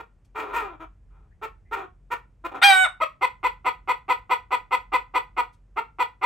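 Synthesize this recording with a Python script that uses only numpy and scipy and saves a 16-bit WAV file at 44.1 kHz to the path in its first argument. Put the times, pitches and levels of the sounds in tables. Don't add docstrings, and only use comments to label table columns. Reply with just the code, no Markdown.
import sys
import numpy as np
from scipy import signal
from scipy.fft import rfft, irfft
from scipy.io import wavfile
from scipy.ndimage import uniform_filter1d

SR = 44100
rng = np.random.default_rng(int(sys.argv[2]) if len(sys.argv) > 2 else 0)


def wav_record(signal):
    frames = np.transpose(np.atleast_2d(signal))
    bounded = np.clip(frames, -1, 1)
    quanta = np.round(bounded * 32767).astype(np.int16)
    wavfile.write(sys.argv[1], SR, quanta)


N = 275625

# start in seconds, length in seconds, top pitch in Hz, relative level in dB,
# depth of period doubling from 0 to 1, treble in dB.
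CLUCKS = [(-.042, 0.06, 472, -37.5, 0.65, 6.5), (1.413, 0.047, 448.6, -31, 0.4, 11),
          (1.71, 0.045, 468.7, -27, 0.15, 8.5), (2.102, .042, 490.5, -27, 0.12, 31),
          (2.438, 0.033, 342.4, -29.5, 0.06, 11.5), (3, 0.043, 653.2, -20.5, 0.12, 6.5),
          (3.209, .049, 512, -19.5, 0.22, 12), (3.428, 0.049, 506.7, -20.5, 0, 10),
          (3.644, 0.051, 507.7, -21, 1, 8.5), (3.873, .051, 507.8, -21, 0.44, 9.5),
          (4.08, .052, 507.6, -19.5, 0.64, 9.5), (4.293, 0.051, 505.4, -19.5, 0.63, 10),
          (4.505, 0.052, 507.4, -21, .7, 9.5), (4.707, .051, 511, -20, 0.76, 10.5),
          (4.918, 0.053, 511, -19.5, 0.53, 8.5), (5.137, 0.049, 506.6, -20.5, 0.55, 9),
          (5.364, 0.048, 496, -21.5, 0.9, 6), (5.76, 0.0416, 462.4, -24, 0.65, -2),
          (5.984, 0.05, 500.6, -21, 0.49, 10.5), (6.212, 0.069, 504.3, -19.5, .2, 11.5)]
# start, rise and length in seconds, top and slack pitch in Hz,
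# relative level and fade in dB, roughness from 0 to 1, treble in dB.
GRUMBLES = [(.346, .047, 0.205, 450.8, 409, -30, 9, .38, 13),
            (0.525, 0.044, 0.239, 480.4, 300.4, -25.5, 24.5, .22, 21),
            (0.792, .031, 0.062, 331.5, 296.7, -41, 7.5, 0.2, -15),
            (1.096, 0.075, 0.19, 458, 424.4, -64, 7.5, 0.34, -11),
            (1.748, 0.035, 0.1174, 400.4, 334.6, -34.5, 15.5, .27, 3),
            (2.514, .008, 0.017, 285, 276, -32.5, -1.5, .6, -13),
            (2.531, 0.018, 0.068, 266.6, 289, -34, 7, .45, -4)]
# time in seconds, level in dB.
CROW_LEVELS = [(2.634, -11.5), (2.688, -14), (2.698, -12.5), (2.802, -16.5), (2.82, -15), (2.842, -11.5)]
# centre in Hz, nominal width in Hz,
# level in dB, share that follows the beak's opening (clipped to 0 to 1 in use).
CLUCK_THROAT = [(320, 39, -1.5, 0.06), (515, 314, -10, 0.03), (973.6, 390, 4, 0.32), (1269, 176, 4.5, 0.03),
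                (2088, 219, -1, 0.5), (2527, 482, -9, 0.2), (3320, 510, -19.5, 0.9),
                (4213, 900, -27.5, 0.97), (5790, 360, -35.5, 1), (7740, 630, -33, 1),
                (8740, 300, -36.5, 0.98), (11890, 380, -32, 0.7), (14700, 800, -46.5, 0.7)]
GRUMBLE_THROAT = [(386.4, 270, 0, 0.14), (760, 140, 2.5, 0), (1054, 290, 3, 0.53), (1327, 280, 3, 0.33),
                  (1876, 150, -5.5, 0.75), (2360, 560, -10, 0.58), (3300, 1200, -22, 0.16),
                  (5340, 3300, -41, 1), (7100, 2400, -38, 0.64), (11500, 810, -38, 1),
                  (14900, 1100, -38, 0.88)]
CROW_THROAT = [(797, 63, 1, -0.21), (1070, 380, 0.5, -0.38), (1416, 300, 3, -0.5), (1905, 180, 2, 0.94),
               (2140, 830, -2, -0.82), (2990, 1200, -9, 1), (3657, 210, 0, -1.1), (4230, 150, -10, 0.94),
               (4760, 63, -10, 1), (5730, 1100, -25.5, 1), (8330, 900, -16.5, 0.039),
               (11480, 370, -25, 0.6), (14830, 640, -30, 0.54)]
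# left delay and right delay in seconds, gain in dB.
WALL_ECHOES = [(.0017, .0013, -24), (.0033, 0.00235, -14), (.0056, .0069, -24), (0.0323, 0.028, -11)]
# frequency in Hz, left-right likeness from 0 to 1.
COOP_LIKENESS = [(300, 0.24), (1000, 0.027), (2500, .75), (8000, 0.81), (15000, 0.18)]
# start in seconds, length in seconds, level in dB.
SCRATCHES = [(0.243, 0.018, -71.5), (5.52, 0.036, -72.5)]
# start and length in seconds, first and last pitch in Hz, level in dB.
CHIRPS = [(1.3, 0.054, 1550, 2110, -69), (1.637, 0.078, 1830, 2190, -68)]
# frequency in Hz, relative spectral density in dB.
BACKGROUND_SPECTRUM = [(20, -45), (32, -24.5), (44, 4.5), (58, -11), (100, -13.5), (170, -23.5),
                       (300, -31.5), (1200, -43.5), (2500, -49.5), (4000, -59), (8000, -58), (16000, -78)]
# time in seconds, relative level in dB.
RUMBLE_LEVELS = [(0.0, -59.5), (0.19, -57), (0.71, -53), (3.08, -57.5), (3.34, -53), (5.31, -56),
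                 (6.25, -59)]

EDGE_DB = 21.5


def clucking():
    soft_db, hard_db = -28.5, -22
    leap_oct, usual_hz, posture_db = .42, 513, 22
    out = np.zeros(N)
    for start, length, top_hz, db, doubling, treble_db in CLUCKS:
        progress = clock(length) / length
        force = np.clip((db - soft_db) / (hard_db - soft_db), 0, 1)
        break_at = rng.normal(.36, .04)
        broken = .5 + .5 * np.tanh((progress - break_at) / .06)
        arch_oct = (top_hz / usual_hz) ** 4 * (progress - .58) ** 2
        pitch = top_hz * 2 ** -np.maximum(leap_oct * force * (1 - broken), arch_oct)
        lost_db = EDGE_DB * edges(progress, attack=.51, release=.13)
        rough = .1 + .26 * (1 - force * broken)
        split = doubling * hump(progress, centre=.58, width=.17)
        controls = pitch, db - lost_db, rough, split, treble_db - 2.5 * lost_db
        stretched = np.subtract(CLUCK_THROAT, [0, 0, posture_db * (1 - force), 0])
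        relaxed = np.subtract(GRUMBLE_THROAT, [0, 0, posture_db * force, 0])
        resonances = np.vstack([stretched, relaxed])
        cluck = call(controls, resonances, jitter=.11, shimmer=.6, hiss=.17, soft_hz=1700, dulling=.15)
        add(out, cluck, start)
    return out


def grumbling():
    fade_db_per_s, doubling = 133.5, .2
    out = np.zeros(N)
    for start, rise, length, top_hz, slack_hz, db, fade_db, rough, treble_db in GRUMBLES:
        t = clock(length)
        lost_db = np.minimum(fade_db_per_s * np.abs(t - rise), fade_db)
        pitch = top_hz + (slack_hz - top_hz) * lost_db / fade_db
        level_db = db - lost_db - EDGE_DB * edges(t, attack=.017, release=.011)
        controls = pitch, level_db, rough, doubling, treble_db - 1.5 * lost_db
        note = call(controls, GRUMBLE_THROAT, jitter=.25, shimmer=.52, hiss=.37, soft_hz=3500, dulling=.41)
        add(out, note, start)
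    return out


def crowing():
    start_s, length_s = 2.615, .26
    note_hz, overshoot_hz, sag_hz_per_s, slack_oct = 762.8, 49.1, 70, .55
    beak_open_db, beak_hold_s, closing_db_per_s = 9, .053, 195.5
    out, t = np.zeros(N), clock(length_s)
    held_hz = note_hz + overshoot_hz * hump(t, centre=.042, width=.05) - sag_hz_per_s * t
    slack = edges(t, attack=.028, release=.041)
    pitch = held_hz * 2 ** (-slack_oct * slack)
    level_db = at_time(CROW_LEVELS, start_s + t) - EDGE_DB * edges(t, attack=.019, release=.07)
    rough = .09 * (1 - t / length_s) + .38 * np.sqrt(slack)
    doubling = .42 * hump(t, centre=.125, width=.045)
    treble_db = beak_open_db - closing_db_per_s * np.maximum(t - beak_hold_s, 0) - EDGE_DB * slack
    controls = pitch, level_db, rough, doubling, treble_db
    crow = call(controls, CROW_THROAT, jitter=.055, shimmer=.6, hiss=.47, soft_hz=1600, dulling=.7)
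    add(out, crow, start_s)
    return out


def call(controls, resonances, jitter, shimmer, hiss, soft_hz, dulling):
    pitch, level_db, rough, doubling, treble_db = controls
    pulses = syrinx(pitch, np.clip(rough, 0, 1), np.clip(doubling, 0, 1), jitter, shimmer, hiss)
    soft = cut(cut(pulses, soft_hz, "low")[::-1], soft_hz, "low")[::-1]
    sharpness = from_db(dulling * (level_db - level_db.max()))
    body, beak = throat(soft + (pulses - soft) * sharpness, resonances)
    voice = cut(body + from_db(treble_db) * beak, 220, "high")
    power = uniform_filter1d(uniform_filter1d(voice ** 2, size=300), size=200)
    ends = signal.windows.tukey(len(voice), min(1, 200 / len(voice)))
    return from_db(level_db) * ends * voice / np.sqrt(np.abs(power) + 1e-12)


def syrinx(pitch, rough, doubling, jitter, shimmer, hiss):
    timing_noise, strength_noise = rng.standard_normal((2, 1024))
    air = rng.standard_normal(SR)[:len(pitch)]
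    steady = np.cumsum(pitch) / SR
    phase = steady + jitter * rough * np.interp(steady, np.arange(len(timing_noise)), timing_noise)
    cycle = np.round(phase).astype(int)
    offset_samples = (phase - cycle) * SR / pitch
    pulse = np.sinc(.8 * offset_samples) * np.exp(-(offset_samples / 8) ** 2)
    puff = hiss * rough * air * np.cos(np.pi * phase) ** 2
    alternation = 1 + doubling * (-1.) ** cycle
    strength = alternation * np.exp(shimmer * rough * strength_noise[cycle])
    return strength * (pulse + puff)


def throat(x, resonances, size=4096):
    f = np.arange(size // 2 + 1) * SR / size
    powers = np.array([from_db(2 * db) / (1 + 2 * ((f - hz) / width) ** 2) ** 3
                       for hz, width, db, _ in resonances])
    total = powers.sum(axis=0)
    beak_share = np.clip(np.array(resonances)[:, 3], 0, 1) @ powers / total
    cepstrum = irfft(np.log(np.sqrt(total) + 1e-5))
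    cepstrum[1:size // 2] *= 2
    cepstrum[size // 2 + 1:] = 0
    response = np.exp(rfft(cepstrum))
    rings = [irfft(response * share)[:size // 2] for share in (1 - beak_share, beak_share)]
    return [signal.fftconvolve(x, ring)[:len(x)] for ring in rings]


def near_walls(x, dull_hz=8000):
    dull, n = cut(x, dull_hz, "low"), np.arange(N)
    out = np.zeros((2, N))
    for *delays, db in WALL_ECHOES:
        out += from_db(db) * np.array([np.interp(n - s * SR, n, dull, left=0) for s in delays])
    return out


def coop(x, bass_t60_s=.24, half_t60_hz=31500, early_db=12, early_s=.008, first_wall_s=.002):
    t = clock(.5)
    f = np.arange(len(t) // 2 + 1) * SR / len(t)
    white = rfft(rng.standard_normal((2, len(t))))
    band_edges = np.geomspace(100, 20000, 13)
    response = 0
    for low, high in zip(band_edges, band_edges[1:]):
        hz = np.sqrt(low * high)
        mid, side = irfft(white * ((f >= low) & (f < high)), len(t))
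        decay = np.exp(-np.log(1000) * t * (1 + hz / half_t60_hz) / bass_t60_s)
        response = response + stereo(mid, side, at_hz(COOP_LIKENESS, hz)) * decay
    response = response * (t > first_wall_s) * from_db(early_db * np.exp(-t / early_s))
    return signal.fftconvolve(x[None], unit_rms(response) / np.sqrt(len(t)), axes=1)[:, :N]


def scratching(low_hz=1500, high_hz=8000):
    grains = rng.standard_normal(N) ** 3
    grit = unit_rms(cut(cut(grains, low_hz, "high"), high_hz, "low"))
    bursts = np.zeros(N)
    for start, length, db in SCRATCHES:
        add(bursts, from_db(db) * np.hanning(round(length * SR)), start)
    return bursts * grit


def far_bird():
    out = np.zeros(N)
    tremble = .06 * unit_rms(cut(rng.standard_normal(SR), 300, "low"))
    for start, length, first_hz, last_hz, db in CHIRPS:
        n = round(length * SR)
        pitch = np.linspace(first_hz, last_hz, n) * (1 + tremble[:n])
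        add(out, from_db(db) * np.hanning(n) * np.sin(2 * np.pi * np.cumsum(pitch) / SR), start)
    return out


def background():
    f = np.arange(N // 2 + 1) * SR / N
    mid, side = irfft(rfft(rng.standard_normal((2, N))) * from_db(at_hz(BACKGROUND_SPECTRUM, f)), N)
    noise = unit_rms(stereo(mid, side, likeness=.96))
    rumble_db = at_time(RUMBLE_LEVELS, np.arange(N) / SR) + .5
    return from_db(rumble_db) * cut(noise, 170, "low") - from_db(-55.5) * cut(noise, 150, "high")


def from_db(db):
    return 10 ** (np.asarray(db) / 20)


def unit_rms(x):
    return x / np.sqrt(np.mean(x ** 2) + 1e-20)


def at_hz(points, hz):
    known, values = np.transpose(points)
    return np.interp(np.log(np.maximum(hz, 1)), np.log(known), values)


def at_time(points, s):
    return np.interp(s, *np.transpose(points))


def clock(length_s):
    return np.arange(round(length_s * SR)) / SR


def edges(t, attack, release):
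    return np.maximum(1 - t / attack, 0) ** 2 + np.maximum(1 - (t[-1] - t) / release, 0) ** 2


def hump(t, centre, width):
    return np.exp(-((t - centre) / width) ** 2)


def add(track, sound, start_s):
    at = round(start_s * SR)
    first, last = max(at, 0), min(at + len(sound), N)
    track[first:last] += sound[first - at:last - at]


def cut(x, hz, kind):
    return signal.sosfilt(signal.butter(2, hz, kind, fs=SR, output="sos"), x)


def stereo(mid, side, likeness):
    return np.sqrt(1 + likeness) * mid + np.sqrt(1 - likeness) * side * np.array([[1], [-1]])


def pan(x, left_db):
    return x * from_db([[left_db / 2], [-left_db / 2]])


def scene():
    grumble, cluck, crow = from_db(.1) * grumbling(), from_db(-.54) * clucking(), crowing()
    faint = far_bird() + scratching()
    direct = pan(grumble, left_db=.5) + pan(cluck, left_db=-1.5) + pan(crow, left_db=1.1) + faint
    echoes = near_walls(grumble + cluck + from_db(-4) * crow)
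    tail = coop(from_db(-2.5) * grumble + from_db(-2) * cluck + from_db(-3) * crow + from_db(2.5) * faint)
    return direct + echoes + tail + background()


def record(dry, ceiling=.85, cutoff_hz=15900):
    excess = dry - dry / (1 + (dry / ceiling) ** 6) ** (1 / 6)
    rounded = dry - cut(excess, 300, "high")
    return signal.sosfilt(signal.ellip(10, .2, 90, cutoff_hz, fs=SR, output="sos"), rounded)


dry = scene()
out = record(dry)
wav_record(out)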